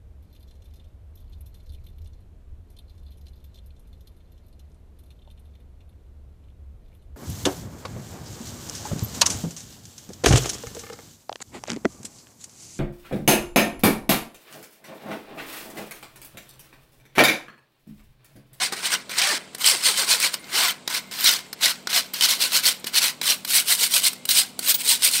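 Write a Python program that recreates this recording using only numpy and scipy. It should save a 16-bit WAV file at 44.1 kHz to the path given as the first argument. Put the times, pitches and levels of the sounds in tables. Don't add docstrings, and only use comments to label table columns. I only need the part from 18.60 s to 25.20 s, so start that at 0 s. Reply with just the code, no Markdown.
import sys
import numpy as np
from scipy import signal
from scipy.fft import rfft, irfft
from scipy.io import wavfile
from scipy.ndimage import uniform_filter1d

SR = 44100
rng = np.random.default_rng(int(sys.argv[2]) if len(sys.argv) > 2 else 0)


def generate_wav(sig):
    pcm = np.round(np.clip(np.atleast_2d(sig).T, -1, 1) * 32767).astype(np.int16)
    wavfile.write(sys.argv[1], SR, pcm)


def convert_level_to_amplitude(level_db):
    exponent = np.asarray(level_db, float) / 20
    return 10 ** exponent


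N = 291060
HZ = np.fft.rfftfreq(4096, 1 / SR)


def evened(x):
    return x / np.sqrt(np.mean(x ** 2) + 1e-20)


def smooth_noise(first, second):
    return evened(uniform_filter1d(uniform_filter1d(rng.standard_normal(N), size=first), size=second))


def read(points, hz):
    f, value = np.transpose(points)
    return np.interp(np.log(hz + 1), np.log(f + 1), value)


# (frequency [Hz], density [dB per Hz])
ROOM_HISS = [(15, -40), (25, -22), (100, -14), (216, -1), (330, -3.5), (557, -5), (729, -7), (1150, -11),
             (1820, -21), (2150, -12), (2660, -12.5), (3990, -12), (6310, -22), (7830, -14), (12100, -37),
             (14200, -34), (15800, -40)]
# (frequency [Hz], level [dB rms], drift [dB per s])
COMPRESSOR = [(60.6, -74, -0.5), (107, -71, 1), (120, -71, 0), (153, -62.5, 0.2), (192.5, -58, 0),
              (249, -59, 1.54), (422, -71, -2.5)]
HISS_DB = -49


def room_tone():
    hz, t = np.fft.rfftfreq(N, 1 / SR), np.arange(N) / SR
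    spectrum = rfft(rng.standard_normal(N)) * convert_level_to_amplitude(read(ROOM_HISS, hz))
    hiss = evened(irfft(spectrum, N))
    lines = 0
    for f, db, drift_db in COMPRESSOR:
        waver = smooth_noise(6000, 4000)
        level = convert_level_to_amplitude(db + 3 + drift_db * (t - t.mean()) + 1.1 * waver)
        phase = 2 * np.pi * (f * t + rng.random()) + 0.3 * waver[::-1]
        lines = lines + level * np.sin(phase)
    return convert_level_to_amplitude(HISS_DB) * hiss + lines


# (peak [s], pressure [dB], rise [s], fall [s], tine ring [dB])
FORK_STROKES = [(0.025, -22.5, 0.031, 0.065, -28.0), (0.134, -29.5, 0.015, 0.021, -28.0),
                (0.174, -36.2, 0.026, 0.094, -23), (0.268, -23.5, 0.055, 0.027, -25),
                (0.348, -21.5, 0.063, 0.013, -23), (0.51, -35.0, 0.018, 0.31, -16),
                (0.595, -20.5, 0.033, 0.021, -27.0), (0.621, -23, 0.0093, 0.24, -35.0),
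                (0.784, -44, 0.15, 0.0057, -30.0), (1.024, -30.5, 0.04, 0.012, -8),
                (1.075, -16.5, 0.049, 0.097, -27), (1.154, -33, 0.022, 0.13, -28.0),
                (1.263, -18, 0.043, 0.07, -31.0), (1.299, -25.5, 0.009, 0.078, -24),
                (1.387, -21.5, 0.048, 0.088, -23), (1.512, -17.5, 0.045, 0.074, -22.0),
                (1.651, -21, 0.079, 0.047, -21.0), (1.75, -29.5, 0.036, 0.005, -20.0),
                (1.998, -20, 0.086, 0.14, -23), (2.101, -27, 0.21, 0.023, -13),
                 (2.298, -32, 0.005, 0.075, -17), (2.364, -25, 0.079, 0.038, -21),
                 (2.525, -35, 0.016, 0.12, -14.0), (2.61, -29, 0.06, 0.04, -11),
                 (2.66, -18.5, .015, .03, -14), (2.688, -17, 0.075, 0.072, -14),
                 (2.724, -23.5, 0.075, 0.092, -27), (3.013, -31, 0.0061, .03, -25),
                 (3.04, -17.5, 0.025, 0.068, -30), (3.059, -14.5, .007, .008, -30),
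                 (3.108, -24, 0.1, 0.022, -32.0), (3.295, -29.5, 0.004, 0.05, -34.0),
                 (3.372, -17.5, 0.066, 0.044, -20), (3.541, -31, 0.0081, 0.1, -14),
                 (3.646, -15.5, 0.044, 0.035, -29.0), (3.699, -19, 0.029, 0.081, -32.0),
                 (3.823, -20, 0.037, 0.072, -27), (3.964, -18.5, 0.064, 0.05, -20.0),
                 (4.072, -16.5, 0.046, 0.054, -19.0), (4.271, -29.5, 0.011, 0.03, -23),
                 (4.383, -15.9, 0.049, 0.017, -35.0), (4.438, -20, 0.048, 0.084, -35.0),
                (4.636, -22, 0.013, 0.087, -25.0), (4.709, -21, 0.056, 0.047, -22.0),
               (4.899, -26.5, 0.035, 0.083, -13.0), (4.967, -18, 0.062, 0.061, -28),
               (5.113, -17.5, 0.05, 0.053, -21), (5.237, -20.5, 0.074, 0.051, -23),
               (5.363, -18, 0.06, 0.045, -18), (5.471, -18, 0.061, 0.024, -23),
               (5.712, -20.5, 0.03, 0.027, -14.0), (5.785, -18.5, 0.078, 0.055, -24),
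               (6.053, -32.5, 0.058, 0.006, -26.0), (6.114, -18.5, 0.074, 0.016, -10),
               (6.144, -26, 0.0049, 0.024, -5), (6.218, -28.9, 0.048, 0.0052, -20.0),
               (6.311, -19.5, 0.081, 0.065, -18), (6.45, -18.5, 0.031, 0.062, -14),
               (6.488, -25.5, 0.1, 0.0092, -23.0), (6.552, -20.5, 0.039, 0.065, -23.0)]
# (time [s], shank ring [dB])
SHANK_DRAGS = [
    (1.39, -22),
    (2.66, -19),
    (5.46, -27),
    (5.725, -9),
    (5.79, -24),
    (6.16, -3),
    (6.21, -12),
    (6.3, -13),
]
# (time [s], level change [dB])
FORK_LIFTS = [
    (2.7, -3),
    (4.508, -4.5),
    (0.78, -15),
    (2.125, -7),
    (2.81, 0.5),
]
RISE_POWER, FALL_POWER = 1.89, 1.99
SETTLE_DB, SETTLE_DB_PER_S = -12, 208
TINE_DB, SHANK_DB = 5, -40
RUB_S, LIFT_S = 0.059, 0.15


def hand():
    strokes = FORK_STROKES
    s, db, rise, fall, ring_db = np.transpose(strokes)[:, :, None]
    step_s = 0.001
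    t = np.arange(0, N / SR + step_s, step_s)
    before = t < s
    away = np.where(before, (s - t) / rise, (t - s) / fall)
    drop_db = 20 * np.minimum(away, 6) ** np.where(before, RISE_POWER, FALL_POWER)
    each = convert_level_to_amplitude(2 * (db - drop_db)) + 1e-20
    power = each.sum(axis=0)
    tine_db = TINE_DB + 10 * np.log10((each * convert_level_to_amplitude(2 * ring_db)).sum(axis=0) / power)
    keep = convert_level_to_amplitude(-2 * SETTLE_DB_PER_S * step_s)
    settling = convert_level_to_amplitude(2 * SETTLE_DB) * signal.lfilter([1 - keep], [1, -keep], power)
    lift_db = sum(drop * ((t > at) & (t < at + LIFT_S)) for at, drop in FORK_LIFTS)
    lifted = convert_level_to_amplitude(2 * lift_db)
    power, settling = (power + settling) * lifted, settling * lifted
    rubs = sum(convert_level_to_amplitude(rub_db - 20 * ((t - at) / RUB_S) ** 2) for at, rub_db in SHANK_DRAGS)
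    shank_db = 20 * np.log10(convert_level_to_amplitude(SHANK_DB) + rubs)
    curves = 10 * np.log10(power), tine_db, shank_db, settling / power
    return (np.interp(np.arange(N) / SR, t, curve) for curve in curves)


# (time [s], length [s], start [Hz], end [Hz], level [dB])
WIRE_ZIPS = [(0.0, 0.046, 708, 744, -39), (0.12, 0.022, 422, 335, -39), (0.589, 0.093, 656, 801, -40),
             (0.659, 0.07, 564, 578, -39.5), (0.706, 0.048, 498, 189, -41.5), (1.094, 0.077, 660, 240, -43),
             (1.259, 0.065, 573, 325, -41.5), (1.375, 0.045, 492, 554, -42),
             (1.407, 0.044, 547, 228, -44.5), (1.499, 0.09, 566, 406, -49), (1.625, 0.055, 521, 476, -50),
             (1.928, 0.063, 322, 482, -44.5), (1.963, 0.046, 950, 954, -51), (2.03, 0.038, 1120, 1010, -37),
             (2.034, 0.044, 690, 705, -40), (2.315, 0.082, 406, 662, -54), (3.027, 0.05, 730, 620, -51),
             (3.338, 0.067, 718, 610, -42), (3.772, 0.058, 228, 617, -52), (3.82, .05, 620, 424, -48),
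             (3.917, .055, 262, 603, -55), (3.96, .045, 614, 433, -53), (4.039, 0.051, 500, 690, -53),
             (4.063, 0.034, 705, 430, -46), (4.646, 0.12, 549, 582, -49), (4.959, 0.048, 755, 620, -49),
             (5.089, 0.048, 707, 608, -47), (5.204, 0.031, 440, 423, -45.5), (5.34, 0.047, 717, 423, -45),
             (5.443, 0.048, 626, 723, -50), (5.742, 0.13, 516, 853, -52), (6.067, .06, 467, 705, -47.5),
             (6.252, 0.038, 390, 475, -50), (6.306, 0.04, 880, 866, -41.5), (6.447, .05, 665, 445, -48)]
ZIP_OVERTONES = (0.5, 1, 0.5, -13, -21, -19)
ARCH = 0.0608


def zips():
    tone, beat = np.zeros(N), np.zeros(N)
    wobble = evened(uniform_filter1d(rng.standard_normal(N), size=500))
    for s, length, start_hz, end_hz, db in WIRE_ZIPS:
        at = slice(round(s * SR), round((s + length) * SR))
        u = np.linspace(0, 1, len(tone[at]))
        speed = (start_hz + (end_hz - start_hz) * u) * (1 + ARCH * np.sin(np.pi * u))
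        turn = 2 * np.pi * np.cumsum(speed * (1 + 0.025 * wobble[at])) / SR
        fade = signal.windows.tukey(len(u), 0.6)
        wave = sum(convert_level_to_amplitude(over_db) * np.cos((k + 1) * turn) for k, over_db in enumerate(ZIP_OVERTONES))
        tone[at] += fade * convert_level_to_amplitude(db + 5.0) * wave
        beat[at] += fade * np.cos(turn)
    return tone, beat


def causal(db):
    log_gain = np.log(convert_level_to_amplitude(np.maximum(db, -100)))
    circle = np.concatenate([log_gain, log_gain[-2:0:-1]])
    return np.fft.ifft(np.exp(np.conj(signal.hilbert(circle)))).real


def mode(hz, width):
    t = np.arange(4096) / SR
    decay = np.exp(-np.pi * width * t)
    ringing = decay * np.sin(2 * np.pi * hz * t)
    return ringing / np.linalg.norm(ringing)


# (frequency [Hz], density [dB per Hz])
SIEVE_COLOUR = [(180, -26), (300, -23.5), (688, -18), (825, -17), (942, -15), (1190, -12), (1500, -4.5),
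                (1830, -5.5), (2050, 0), (2820, -2.5), (4330, -2.5), (6890, -4), (8550, -1), (13600, -12),
                (15800, -12)]
# (frequency [Hz], width [Hz], level [dB])
RIM_MODES = [(682, 80, 0), (1000, 130, 4), (1480, 130, -7), (2110, 53, -28.5), (2994, 130, -0.5),
             (4150, 370, -3), (8950, 330, -25)]
# (low edge [Hz], high edge [Hz])
BODY_BANDS = [(500, 2200), (2500, 6500), (7000, 12500)]
BOWL_HZ, BOWL_SHARE = 4404, 0.18


def bodies():
    peaks = sum(convert_level_to_amplitude(2 * db) / (1 + ((HZ - f) / (w / 2)) ** 2) for f, w, db in RIM_MODES)
    colour_db = read(SIEVE_COLOUR, HZ) + 10 * np.log10(1 + 1.53 * peaks)
    colour_db += 20 * np.log10(abs(1 + BOWL_SHARE * np.exp(2j * np.pi * HZ / BOWL_HZ)))
    low = 1 / (1 + (HZ / 2350) ** 6)
    high = 1 / (1 + (6700 / (HZ + 1)) ** 8)
    out = []
    for share, (lo, hi) in zip([low, 1 - low - high, high], BODY_BANDS):
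        db = colour_db + 10 * np.log10(np.clip(share, 1e-9, 1))
        in_band = (HZ > lo) & (HZ < hi)
        energy = 2 * np.sum(convert_level_to_amplitude(2 * db)[in_band]) / 4096
        out.append(causal(db) / np.sqrt(energy))
    return out


def hail(per_s, spread_db):
    hit = rng.random(N) < per_s / SR
    size, sign = rng.exponential(1, N), rng.standard_normal(N)
    return evened(hit * sign * convert_level_to_amplitude(spread_db * np.minimum(size, 4)))


def ring(drive, paths):
    return sum(signal.oaconvolve(d, p)[:N] for d, p in zip(drive, paths))


def patchy(x, patchy_db):
    z = signal.stft(x, nperseg=512, noverlap=384)[2]
    field = rng.standard_normal(z.shape[::-1]).T
    field = evened(uniform_filter1d(uniform_filter1d(field, size=4, axis=0), size=4, axis=1))
    gain = evened(convert_level_to_amplitude(patchy_db * field))
    return signal.istft(z * gain, nperseg=512, noverlap=384)[1][:N]


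# (time [s], flour load [dB], bare wire [dB])
SIEVE_EMPTIES = [(0, -4.5, -4), (.75, -4, -4), (1.1, -7, -0.5), (1.75, -6.5, -3.5), (2.1, -4, -6.5),
                 (2.6, -8.5, -7), (3.3, -6.5, -8.5), (3.8, -10.5, -6.5), (4.5, -8, -5.5), (4.95, -11, -0.5),
                 (5.7, -13.5, -0.5), (6.6, -12.5, 1)]
PRESSURE_LAG = (0.29, 0.0041, 0.08, .2)
# (time [s], level [dB])
FINE_FIZZ = [(0, -4.5), (.7, -4), (1.3, -3.5), (2.0, 0.5), (3.0, 5), (4.5, 4.5), (6.6, -1)]
FIZZ_HZ = 10000
HUSH_DB, DULL_DB = -3, -2.5
TINE_HZ, TINE_WIDTH_HZ = 13640, 120
SHANK_HZ, SHANK_WIDTH_HZ = 15570, 70


def scrape():
    db, tine_db, shank_db, settled = hand()
    t = np.arange(N) / SR
    s, load_db, bare_db = np.transpose(SIEVE_EMPTIES)
    load_db = np.interp(t, s, load_db) + HUSH_DB * settled
    bare_db = np.interp(t, s, bare_db) + DULL_DB * settled
    swing_db = np.maximum(db, -60) + 28.5
    levels_db = load_db, bare_db, tine_db, shank_db
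    load, bare, tine, shank = (convert_level_to_amplitude(level - lag * swing_db) for level, lag in zip(levels_db, PRESSURE_LAG))
    tone, beat = zips()
    chatter = smooth_noise(160, 120)
    pressure = convert_level_to_amplitude(db + 1.2 * chatter) * (1 + 0.072 * beat)
    shared = hail(12000, 4.8)
    mesh_ticks = [evened(shared + 1.08 * hail(15000, 1.74)) for _ in range(3)]
    fork_ticks = [hail(2500, 4.4) for _ in range(2)]
    drive = pressure * np.array(mesh_ticks + fork_ticks) * [load, np.ones(N), bare, tine, shank]
    mesh = patchy(ring(drive[:3], bodies()), patchy_db=2.5)
    fork = ring(drive[3:], [mode(TINE_HZ, TINE_WIDTH_HZ), mode(SHANK_HZ, SHANK_WIDTH_HZ)])
    treble = signal.firwin(101, FIZZ_HZ, pass_zero=False, fs=SR)
    fizz = signal.oaconvolve(mesh, treble, "same")
    fizz_gain = convert_level_to_amplitude(np.interp(t, *np.transpose(FINE_FIZZ))) - 1
    return mesh + fizz_gain * fizz + fork + tone


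# (frequency [Hz], t60 [s])
KITCHEN_DECAY = [(300, 0.5), (1000, 0.28), (3000, 0.14), (8000, 0.097), (15000, 0.035)]


def kitchen(x):
    echoes = np.zeros(SR // 2)
    at = np.arange(200, SR // 2 - 20, 20)
    echoes[at + rng.integers(0, 20, len(at))] = rng.choice([-1., 1.], len(at))
    hz, t, z = signal.stft(echoes, SR, nperseg=256)
    decay = convert_level_to_amplitude(-60 * t / read(KITCHEN_DECAY, hz)[:, None])
    tail = signal.istft(z * decay, SR, nperseg=256)[1]
    return signal.fftconvolve(x, tail / np.linalg.norm(tail))[:N]


# (time [s], peak [dB], pitch [Hz])
WIRE_PLUCKS = [(0.1221, -18, 1530), (0.3384, -1.5, 5710), (0.5856, -4, 5740), (0.622, -1.5, 2470),
               (1.0432, 1, 3110), (1.0505, -14, 4500), (1.061, -1, 3230), (1.072, 1, 5200),
               (1.075, -1, 4440), (1.085, -15, 4500), (1.098, -2, 4440), (1.112, -1, 5340),
               (1.238, -13, 4300), (1.498, -10, 3800), (2.2762, -7, 3860), (2.6189, -12, 3040),
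               (2.6284, -11, 3550), (2.6364, -9, 4750), (2.6416, -1, 3840), (2.6504, 0, 3870),
               (2.6554, -2, 4230), (2.6634, -4, 4040), (2.6917, -5, 3690), (2.7084, -7, 2020),
               (2.9287, -17.5, 3900), (3.016, -19, 3550), (3.026, -8, 3800), (3.2721, -10.5, 1450),
               (3.5414, -9, 4830), (3.6093, 2, 3070), (3.622, 0, 3090), (3.6361, -1, 5340),
               (3.6424, -4, 5500), (3.6875, -10, 4340), (3.688, -7, 4290), (3.814, -8, 4140),
               (4.0554, -3, 4230), (4.2697, -11.5, 2880), (4.3425, -9, 4100), (4.3535, -4, 4380),
               (4.6137, -6, 3920), (4.8479, -13, 4100), (4.9227, -10, 4470), (4.9422, -12, 4310),
               (5.0868, -15, 4050), (5.098, -7, 4000), (5.3208, -8, 5730), (5.337, -6, 4160),
               (5.436, -10, 8490), (5.452, 2.5, 4200), (5.653, -13.5, 2940), (5.6897, 4, 3890),
               (5.7626, 0, 4920), (5.992, -9, 4360), (6.0745, -10, 4260), (6.142, -11, 3850),
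               (6.2754, -8, 4230), (6.4215, -8, 3730), (6.4385, 0, 8930), (6.5357, -10, 4400)]
PLUCK_DB, PLUCK_T60_S, PLUCK_RISE_S, SNAP_DB = -10, 0.022, 0.00072, -1


def plucks():
    t = np.arange(1500) / SR
    out, snap = np.zeros(N + len(t)), np.zeros(N)
    rise = np.minimum(t / PLUCK_RISE_S, 1)
    for s, db, hz in WIRE_PLUCKS:
        at = round(s * SR)
        level = convert_level_to_amplitude(db + PLUCK_DB - 60 * t / PLUCK_T60_S)
        out[at:at + len(t)] += level * np.sin(2 * np.pi * hz * t) * rise
        snap[at + round(PLUCK_RISE_S * SR)] = convert_level_to_amplitude(db + SNAP_DB)
    return out[:N] + ring([snap * convert_level_to_amplitude(-11.5), snap, snap * convert_level_to_amplitude(-1.5)], bodies())


# (time [s], peak [dB], knock [dB], brightness [dB], ring [dB])
FORK_LANDINGS = [(0.123, -18.5, -13, -2, -28), (0.494, -23, -20, -9, -19), (0.9477, -20, -20, -1, -20),
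                 (0.9827, -30, -25, 1, -13), (1.7404, -11.5, -31, -3.5, -28),
                 (1.8422, -31.5, -23, -16, -24), (2.2769, -11.5, -25, -9, -21),
                 (2.512, -23.5, -64, -10, -32), (2.9289, -19, -19, -5.5, -14),
                 (3.2714, -12.5, -20.5, -10.5, -28), (3.536, -29.5, -25, 3, 5),
                 (4.2427, -18.5, -15, -8, -21), (4.614, -11.5, -26, -9.5, -22),
                 (4.849, -17.5, -38, -2, -19), (4.8766, -31, -28, -10, -13), (5.531, -22.5, -31, -0.5, -17),
                 (5.653, -21, -27, 2, -13), (5.9909, -16.5, -17.5, 3.5, -31)]
# (time [s], peak [dB], brightness [dB], ring [dB])
TINE_SNAGS = [(0.585, -10, -11, -27), (0.616, -8.5, -22, -36), (1.043, -15, -15, -23),
              (1.0605, -8, 0.5, -25), (1.600, -14.5, 2, -25), (2.3433, -17, -11, -26),
              (3.057, -10, -13, -28), (2.6425, -8, 1, -18), (3.6092, -9.5, -10.5, -21),
              (3.622, -12, -16, -25), (4.2697, -25, -15, -20), (4.343, -17, -6, -21),
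              (5.691, -10, -12, -12), (6.1437, -19, -7, -3), (6.4217, -16, -3, -13),
              (6.5121, -18, 4.5, -23)]
LANDING_BODY_DB, SNAG_BODY_DB, SNAG_KNOCK_DB = -12.5, -16, -33
HOLD_S = 0.0027


def taps():
    t = np.arange(900) / SR
    rows = [(s, db, knock_db, LANDING_BODY_DB, *rest) for s, db, knock_db, *rest in FORK_LANDINGS]
    rows += [(s, db, SNAG_KNOCK_DB, SNAG_BODY_DB, *rest) for s, db, *rest in TINE_SNAGS]
    shape = (len(rows), len(t))
    rattle = rng.standard_normal(shape) * convert_level_to_amplitude(0.36 * rng.exponential(1, shape))
    bounces = convert_level_to_amplitude(-60 * np.maximum(t - HOLD_S, 0) / 0.018) + 0.17 * convert_level_to_amplitude(-60 * t / 0.099)
    envelope = bounces * np.minimum(t / 0.00039, 1)
    drive = np.zeros((6, N + len(t)))
    for (s, db, knock_db, body_db, bright_db, ring_db), grit in zip(rows, rattle):
        blow = evened(grit) * convert_level_to_amplitude(db - 9.0) * envelope
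        share_db = np.array([body_db + 5.5, 0, bright_db, ring_db + 8.0, ring_db - 14.0])
        at = round(s * SR)
        drive[:5, at:at + len(t)] += blow * convert_level_to_amplitude(share_db)[:, None]
        drive[5, at] += convert_level_to_amplitude(db + knock_db + 22.5)
    fork = [mode(TINE_HZ, width=240), mode(SHANK_HZ, SHANK_WIDTH_HZ)]
    drum = mode(400, width=300)
    return ring(drive[:, :N], bodies() + fork + [drum])


# (time [s], length [s], pitch [Hz], level [dB rms])
SINGING_PATCHES = [(0.314, 0.044, 1590, -27), (0.322, 0.051, 2850, -29), (0.577, 0.08, 3110, -31),
                   (0.676, 0.049, 1790, -30), (1.061, 0.04, 5167, -25), (1.244, 0.044, 4360, -25),
                   (1.267, 0.038, 1981, -33), (1.377, 0.063, 4320, -32), (1.485, 0.064, 4370, -29),
                   (1.5, 0.066, 2540, -30), (1.618, 0.048, 2255, -27.5), (1.628, 0.041, 4460, -32),
                   (1.957, 0.08, 970, -33.5), (1.958, 0.036, 3020, -30), (1.991, 0.062, 4020, -35),
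                   (2, 0.074, 4478, -31), (2.059, 0.044, 1464, -33), (2.072, 0.05, 3080, -30),
                   (2.645, 0.048, 5650, -22.5), (2.664, 0.064, 1470, -31), (3.015, 0.038, 3840, -26),
                   (3.052, 0.031, 1981, -26), (3.346, 0.058, 2040, -32), (3.352, 0.042, 5400, -24.5),
                   (3.81, 0.06, 4306, -28), (3.935, 0.039, 4306, -23), (4.045, 0.034, 4480, -21),
                   (4.058, 0.054, 3160, -30), (4.064, 0.031, 2030, -33), (4.348, 0.045, 4306, -27),
                   (4.406, 0.073, 3789, -32), (4.658, 0.067, 3060, -29), (4.688, 0.033, 5684, -24.5),
                   (4.961, 0.033, 4330, -26), (4.957, 0.036, 5857, -26), (5.095, 0.052, 4120, -27),
                   (5.098, 0.049, 2110, -30.5), (5.352, 0.049, 3020, -32), (5.684, 0.046, 3970, -27),
                   (5.743, 0.044, 4200, -35), (5.753, 0.059, 4823, -27), (6.28, 0.045, 4500, -24.5),
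                   (6.275, 0.039, 9200, -22.5), (6.285, 0.099, 3880, -30), (6.433, 0.052, 8527, -25)]
SING_WIDTH_HZ, SING_DB = 85, 1.5


def singing():
    out, grit = np.zeros(N), hail(6000, 2.2)
    for s, length, hz, db in SINGING_PATCHES:
        at = slice(round(s * SR), round((s + length) * SR))
        rung = signal.oaconvolve(grit[at], mode(hz, width=SING_WIDTH_HZ))[:len(grit[at])]
        out[at] += convert_level_to_amplitude(db + SING_DB) * evened(rung) * np.hanning(len(rung))
    return out


# (time [s], pitch [Hz], level [dB], t60 [s])
FORK_PINGS = [(1.795, 9400, -42, .08), (1.808, 14300, -58, .06), (1.80, 2110, -47, .35),
              (1.835, 2110, -48, 0.18), (1.851, 14300, -54, .07), (1.853, 4748, -50, .03),
              (2.262, 2110, -54, .2), (2.458, 2110, -49, .6), (2.80, 2115, -49, .4),
              (3.452, 12750, -52, .15), (3.452, 11300, -54, .1), (4.154, 14350, -56.5, .1),
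              (4.196, 14350, -45, .06), (4.196, 11300, -49, .06), (4.196, 8760, -43, .06),
              (5.505, 14300, -52, .1), (5.52, 12750, -54, .2), (5.56, 2110, -52, .6),
              (5.69, 15570, -15, .05), (6.146, 15560, -9, 0.049), (2.643, 15570, -18, .07)]


def pings():
    out, t = np.zeros(N), np.arange(8000) / SR
    rise = np.minimum(t / 0.0018, 1)
    for s, hz, db, t60 in FORK_PINGS:
        at = round(s * SR)
        out[at:at + len(t)] += convert_level_to_amplitude(db - 60 * t / t60) * np.sin(2 * np.pi * hz * t) * rise
    return out


def scene():
    no_bass = signal.butter(3, 150, "highpass", fs=SR, output="sos")
    sieve = signal.sosfilt(no_bass, scrape() + plucks() + taps() + singing() + pings())
    return (sieve + convert_level_to_amplitude(-18.0) * kitchen(sieve) + room_tone())[None]


def top_cut(x):
    return signal.sosfilt(signal.butter(12, 16950, fs=SR, output="sos"), x)


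def record(dry):
    bassless = signal.sosfilt(signal.butter(2, 35, "highpass", fs=SR, output="sos"), dry)
    soft = 1.3 * np.tanh(bassless / 1.3)
    band_limit = signal.firwin(1023, 15790, window=("kaiser", 9), fs=SR)
    mix = signal.oaconvolve(soft, band_limit[None], "same")
    return top_cut(mix)


dry = scene()
out = record(dry)
generate_wav(out)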